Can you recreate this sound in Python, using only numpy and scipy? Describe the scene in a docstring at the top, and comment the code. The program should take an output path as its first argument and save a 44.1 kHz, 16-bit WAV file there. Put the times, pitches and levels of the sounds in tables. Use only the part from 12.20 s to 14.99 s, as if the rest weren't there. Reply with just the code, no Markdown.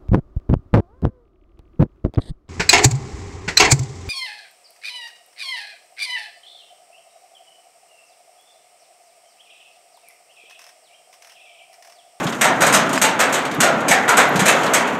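"""Horse and cart on a paved road

A shod horse trots along, heard from the cart it pulls.
Wheel rumble, hiss and body drones are shaped noise; bumps are short dying sines.
Harness fittings clink in dense rings of noise, buckles tick in high sines, and a strap snaps once.
Each hoof lands in two quick touches: the iron shoe clinks and the hollow hoof clops, both dying in a dense wash."""
import sys
import numpy as np
from scipy import signal
from scipy.fft import rfft, irfft
from scipy.io import wavfile
from scipy.ndimage import uniform_filter1d

SR = 44100
rng = np.random.default_rng(int(sys.argv[2]) if len(sys.argv) > 2 else 0)


def wav_record(signal):
    """Record a signal, one row per channel, as 16-bit PCM in the file named by sys.argv[1]."""
    frames = np.transpose(np.atleast_2d(signal))
    bounded = np.clip(frames, -1, 1)
    # unit amplitude maps onto the largest positive 16-bit level
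    quanta = np.round(bounded * 32767).astype(np.int16)
    wavfile.write(sys.argv[1], SR, quanta)


N = 123039

# Bright spectrum of struck iron. Each row: frequency in Hz, relative level in dB per Hz.
SHOE = [(300, -27.5), (1000, -1), (2000, -4), (3000, -0.5), (4200, -5), (5300, -5), (6000, -0.5),
        (6650, 4.5), (7400, 1), (8200, 3.5), (8800, -0.5), (9600, -9.5), (10400, -8.5), (11500, -4.5),
        (12500, -12), (13300, -8), (14300, -17), (15500, -27)]
# How long the wash lasts. Each row: frequency in Hz, time to fall 60 dB in seconds.
WASH = [(200, 0.6), (700, 0.78), (1500, 0.66), (2600, 0.41), (4500, 0.35), (7000, 0.22), (11000, 0.18),
        (16000, 0.15)]
RING_SIZE = 32768   # samples in one blow
SHOE_ATTACK_S = 0.0013


def from_db(db):
    """Turns decibels into an amplitude factor."""
    return 10 ** (np.asarray(db) / 20)


def rms_one(x):
    """Scales a signal to an RMS of 1."""
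    return x / np.sqrt(np.mean(x ** 2) + 1e-20)


def at_hz(points, hz):
    """Reads a table on a log-frequency axis."""
    f, value = np.transpose(points)
    return np.interp(np.log(hz), np.log(f), value)


def bins(size):
    """Frequencies of the spectrum in Hz, kept above zero for the logarithm."""
    return np.maximum(np.fft.rfftfreq(size, 1 / SR), 1)


def add(out, s, sound):
    """Mixes a sound in at a time in seconds."""
    i = max(int(s * SR), 0)
    out[i:i + len(sound)] += sound[:max(N - i, 0)]


def wander(size, span):
    """A smooth random curve with a spread of 1: noise averaged twice over the span."""
    span = max(int(span), 1)
    once = uniform_filter1d(rng.standard_normal(size), span)
    return rms_one(uniform_filter1d(once, span))


def level(curve):
    """Draws a fader move from rows of seconds and dB."""
    return from_db(np.interp(np.arange(N) / SR, *np.transpose(curve)))


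def shaped_noise(gain):
    """Steady noise with the given spectrum, at an RMS of 1."""
    return rms_one(irfft(rfft(rng.standard_normal(N)) * gain, N))


def fade(t60):
    """An exponential decay that falls 60 dB in t60 seconds."""
    t = np.arange(RING_SIZE) / SR
    return np.exp(-np.log(1000) * t / t60)


def swell(attack_s):
    """A soft contact builds up."""
    return 1 - np.exp(-np.arange(RING_SIZE) / SR / attack_s)


def ping(hz, t60):
    """One dying sine."""
    t = np.arange(RING_SIZE) / SR
    return np.sin(2 * np.pi * hz * t) * fade(t60)


def ripple_db():
    """Each blow favours its own modes: a random ripple along the spectrum."""
    depth_db, smoothing_hz = 1.5, 200
    return depth_db * wander(RING_SIZE // 2 + 1, smoothing_hz * RING_SIZE / SR)


def dense_ring(colour_db, common, attack_s, length=1):
    """A blow sets countless modes ringing; each band dies at its own rate, the treble soonest."""
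    same_ring = 0.14   # share of power taken from the common ringing
    grit_db, grit_s = 1.6, 0.0016   # road grit roughens the ringing
    bite, bite_s = 0.13, 0.0011   # extra crack at first contact
    hz, t = bins(RING_SIZE), np.arange(RING_SIZE) / SR
    grit = rms_one(uniform_filter1d(rng.standard_normal(RING_SIZE), max(int(grit_s * SR), 1)))
    own = rms_one(rng.standard_normal(RING_SIZE) * from_db(grit_db * grit))
    blend = np.sqrt(same_ring) * common + np.sqrt(1 - same_ring) * own
    modes = rfft(blend) * rms_one(from_db(colour_db))
    centres, t60s = np.transpose(WASH)
    ring = np.zeros(RING_SIZE)
    # overlapping bands, crossfaded between neighbouring rows of the wash
    for band, t60 in zip(np.eye(len(WASH)), t60s):
        share = np.interp(np.log(hz), np.log(centres), band)
        ring += irfft(modes * share) * fade(t60 * length)
    return ring * swell(attack_s) * (1 + bite * np.exp(-t / bite_s))


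def wheels():
    """Wheels roll on the asphalt: shaped noise whose treble hiss wavers on its own fader."""
    # Tone of the rolling. Each row: frequency in Hz, relative level in dB per Hz.
    rolling_tone = [(100, -42), (280, -8), (420, -3), (700, -2), (1400, -5), (2200, -12), (3300, -20),
                    (5000, -34), (6800, -25.5), (8300, -33.5), (9800, -40.5), (12000, -39.5), (15500, -50)]
    # Fader of the wheels. Each row: time in seconds, level in dB.
    wheel_fader = [(0, -22.5), (.17, -30.5), (.39, -26.5), (.65, -24), (.765, -21.5), (.80, -30.5),
                   (.87, -28), (1.15, -22), (1.35, -26), (1.62, -22), (1.85, -24.5), (2.1, -19.5),
                   (2.48, -18.5), (2.72, -21.5), (2.79, -24.5)]
    # Fader of the hiss against the wheels. Each row: time in seconds, level in dB.
    hiss_fader = [(.17, 8), (.45, -0.5), (1.2, 0), (1.67, -5.5), (1.85, -0.5), (2.13, -3), (2.38, 0.5),
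                  (2.52, -2.5)]
    hiss_from_hz, waver_db, waver_s = 4400, 2.5, 0.015
    hz = bins(N)
    roll = shaped_noise(from_db(at_hz(rolling_tone, hz)))
    hiss = irfft(rfft(roll) / (1 + (hiss_from_hz / hz) ** 4), N)
    waver = from_db(waver_db * wander(N, waver_s * SR))
    return level(wheel_fader) * (roll - hiss + hiss * level(hiss_fader) * waver)


def cart_body():
    """The cart body rumbles low and drones at a few resonances: noise in broad and narrow bands."""
    # Fader of the rumble. Each row: time in seconds, level in dB.
    rumble_fader = [(0, -27.5), (.17, -30.5), (.3, -26), (.6, -23.5), (.9, -30), (1.25, -32), (1.55, -26),
                    (1.85, -31.5), (2.15, -25), (2.5, -30), (2.79, -28)]
    # Tone of the rumble. Each row: frequency in Hz, relative level in dB per Hz.
    rumble_tone = [(25, -45), (55, -31), (90, -16), (150, -1.5), (200, 0), (270, 2), (380, -6), (600, -25),
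                   (2000, -44), (15000, -80)]
    # Drones. Each row: centre in Hz, full width at half amplitude in Hz, level in dB.
    drones = [(260.6, 25, -39.5), (686, 50, -45.5), (1375, 43, -42.5)]
    hz = bins(N)
    out = level(rumble_fader) * shaped_noise(from_db(at_hz(rumble_tone, hz)))
    for centre, width, db in drones:
        out += from_db(db) * shaped_noise(1 / (1 + (2 * (hz - centre) / width) ** 2))
    return out


def cart_bumps():
    """The cart thumps over bumps: short low sines, thinned underneath."""
    # Each row: start in seconds, level in dB, pitch in Hz.
    bumps = [(0.054, -10.5, 172), (0.556, -12, 190), (0.746, -17.5, 272), (1.374, -14, 292),
             (1.384, -12.5, 156), (1.403, -13, 237), (1.702, -12, 191), (2.155, -9.5, 186),
             (2.184, -14, 149), (2.217, -5, 189)]
    low_cut_hz, t60_s, attack_s = 111, 0.08, 0.0021
    planks = signal.butter(2, low_cut_hz, "high", fs=SR, output="sos")
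    out = np.zeros(N)
    for s, db, pitch in bumps:
        thump = swell(attack_s) * ping(pitch, t60_s)
        add(out, s, from_db(db) * signal.sosfilt(planks, thump))
    return out


def buckle_ticks():
    """Tiny buckles tick: three high sines, each slightly detuned at random."""
    # Each row: start in seconds, level in dB.
    ticks = [(.043, -28), (1.347, -22), (2.090, -21)]
    buckle_hz, t60_s, attack_s = (11600, 12000, 13100), 0.021, 0.00066
    out = np.zeros(N)
    for s, db in ticks:
        pings = [ping(f * rng.normal(1, 0.0146), t60_s) for f in buckle_hz]
        add(out, s, from_db(db) * swell(attack_s) * np.mean(pings, axis=0))
    return out


def harness_clinks(iron):
    """Fittings knock together: a bright iron ring over a dull clank, both shorter than a shoe's ring."""
    # Each row: start in seconds, bright level in dB, dull clank level in dB.
    clinks = [(0.067, -37, -22.5), (0.123, -36, -25.5), (0.692, -29.5, -28.5), (.729, -20, -36),
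              (0.754, -27, -29), (.7775, -29, -31), (1.251, -29, -24.5), (1.312, -34, -27.5),
              (1.338, -44, -31), (1.604, -37, -42), (2.157, -23, -23), (2.432, -25, -27),
              (2.461, -30.5, -23.5), (2.674, -31.5, -32)]
    # Tone of the dull clank. Each row: frequency in Hz, relative level in dB per Hz.
    clank_tone = [(400, -20), (1500, 2), (2400, -3.5), (3600, -1), (5000, -6.5), (7000, -12), (15000, -32)]
    bright_length, clank_length = 0.57, 0.34   # against the wash
    out, hz = np.zeros(N), bins(RING_SIZE)
    for s, bright_db, clank_db in clinks:
        ripple = ripple_db()
        bright = dense_ring(at_hz(SHOE, hz) + ripple, iron, SHOE_ATTACK_S, bright_length)
        clank = dense_ring(at_hz(clank_tone, hz) + ripple, iron, SHOE_ATTACK_S, clank_length)
        add(out, s, from_db(bright_db) * bright)
        add(out, s, from_db(clank_db) * clank)
    return out


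def strap_snap():
    """A strap snaps once, a very short sine, and sets a harness ring jingling in longer sines."""
    # One row: start in seconds, level in dB before the low cut, pitch in Hz, time to fall 60 dB in seconds.
    snap_row = (.7773, 15, 1600, 0.002)
    # Modes of the jingling ring. Each row: pitch in Hz, level in dB.
    jingle = [(1100, -20), (2500, -22), (4950, -23), (7500, -22)]
    attack_s, low_cut_hz, jingle_t60_s = 0.00048, 450, 0.045
    out = np.zeros(N)
    s, db, pitch, t60 = snap_row
    thin = signal.butter(2, low_cut_hz, "high", fs=SR, output="sos")
    add(out, s, from_db(db) * signal.sosfilt(thin, swell(attack_s) * ping(pitch, t60)))
    for mode_hz, mode_db in jingle:
        add(out, s, from_db(mode_db) * ping(mode_hz, jingle_t60_s))
    return out


def clop_colour(hz, centre_hz, peak_db):
    """The hoof's spectrum with one broad resonance, set by the part that meets the road."""
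    # Tone of the hoof. Each row: frequency in Hz, relative level in dB per Hz.
    hoof_tone = [(100, -34), (250, -20), (380, -7), (520, 1.5), (700, 0), (1000, -6.5), (1500, -1),
                 (2200, -1.5), (3000, -9.5), (4000, -9), (5200, -30), (12000, -55)]
    spread_octaves = 0.41   # standard deviation of the bell
    bell = np.exp(-.5 * (np.log2(hz / centre_hz) / spread_octaves) ** 2)
    return at_hz(hoof_tone, hz) + peak_db * bell


def hollow(hz):
    """One resonance of the hoof capsule, rough in pitch, dying with the wash."""
    width_hz, attack_s, length = 50, 0.0013, 1.02   # length against the wash
    t = np.arange(RING_SIZE) / SR
    # a random walk in phase widens the tone
    drift = np.cumsum(rng.standard_normal(RING_SIZE)) * np.sqrt(2 * np.pi * width_hz / SR)
    tone = np.sin(2 * np.pi * hz * t + drift)
    edges = [hz / 2 ** (1 / 4), hz * 2 ** (1 / 4)]   # half an octave
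    band = signal.butter(2, edges, "band", fs=SR, output="sos")
    return signal.sosfilt(band, tone) * swell(attack_s) * fade(length * at_hz(WASH, hz))


def hooves(iron):
    """Each landing is two touches, each a bright shoe clink over a clop; the hoof rings hollow once it sits flat."""
    # Each row: start in seconds, shoe level in dB, hoof level in dB, delay of the second touch in seconds,
    # its shoe level in dB, its hoof level in dB, hollow pitch in Hz, hollow level in dB,
    # overtone pitch in Hz, overtone level in dB, first clop's resonance in Hz, second clop's resonance in Hz,
    # height of both resonances in dB (a dip if negative).
    landings = [(.211, -13, -13, .031, -18.5, -13.2, 928, -17.5, 1303, -20.5, 1830, 820, 9),
                (.406, -22, -14, 0.012, -15.5, -13, 556, -17, 1505, -29, 1280, 800, 7),
                (.463, -17, -28, .008, -29, -19, 1053, -19, 1980, -37, 1500, 1200, 5),
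                (.524, -16, -15.5, .014, -10.5, -16.5, 642.5, -18.5, 1224, -16.5, 1410, 950, 8),
                (.815, -11, -16.5, 0.021, -17, -15, 875, -16.5, 2780, -23, 1700, 750, -0.5),
                (.991, -22, -16, 0.0099, -16, -14.5, 1236, -23, 2610, -22, 1100, 1580, 5.5),
                (1.125, -20, -29, .014, -20, -21, 1340, -32, 3073, -31, 1500, 1200, -4),
                (1.403, -11.5, -16.5, .027, -17.5, -12.5, 668, -17.5, 1400, -15.5, 1380, 705, 7),
                (1.682, -14, -19, .027, -14, -11.5, 773, -13.5, 1770, -19, 736, 1880, 8),
                (1.879, -24.5, -13, .010, -17, -16.5, 961, -15, 1377, -12, 1400, 740, 5),
                (1.969, -13.5, -12.5, 0.0085, -16.5, -11, 728, -26, 1500, -20, 1400, 930, 5),
                (2.192, -18.5, -18, .008, -33, -32, 755, -36, 1620, -34, 2660, 1600, 4),
                (2.256, -15.5, -13.5, .024, -12.5, -13, 540, -22, 2640, -15.5, 520, 1400, 1),
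                (2.535, -12, -18, .013, -23, -23.5, 947, -20, 2220, -20.5, 1900, 950, 11)]
    hoof_attack_s = 0.0028
    knock_attack_s, knock_length = 0.0006, 0.035   # length against the wash
    out, hz = np.zeros(N), bins(RING_SIZE)
    horn = rng.standard_normal(RING_SIZE)   # ringing that all clops share
    for (s, shoe_db, hoof_db, lag, shoe2_db, hoof2_db, hollow_hz, hollow_db,
         over_hz, over_db, clop_hz, clop2_hz, peak_db) in landings:
        shoe = at_hz(SHOE, hz) + ripple_db()
        first = clop_colour(hz, clop_hz, peak_db)
        second = clop_colour(hz, clop2_hz, peak_db)
        touches = ((s, shoe_db, hoof_db, first), (s + lag, shoe2_db, hoof2_db, second))
        for start, iron_db, horn_db, clop in touches:
            add(out, start, from_db(iron_db) * dense_ring(shoe, iron, SHOE_ATTACK_S))
            add(out, start, from_db(horn_db) * dense_ring(clop, horn, hoof_attack_s))
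        # the dry knock of first contact
        add(out, s, from_db(hoof_db) * dense_ring(first, horn, knock_attack_s, knock_length))
        add(out, s + lag, from_db(hollow_db) * hollow(hollow_hz))
        add(out, s + lag, from_db(over_db) * hollow(over_hz))
    return out


def scene():
    """Cart, harness and horse in one channel."""
    iron = rng.standard_normal(RING_SIZE)   # ringing that shoes and fittings share
    cart = wheels() + cart_body() + cart_bumps()
    harness = buckle_ticks() + harness_clinks(iron) + strap_snap()
    return (cart + harness + hooves(iron))[None]


def record(dry):
    """The highest peaks overload, the top is cut."""
    stopband_hz = 16100   # 70 dB down from here up
    lowpass = signal.cheby2(20, 70, stopband_hz, fs=SR, output="sos")
    return signal.sosfilt(lowpass, np.clip(dry, -.93, .93))


dry = scene()
out = record(dry)
wav_record(out)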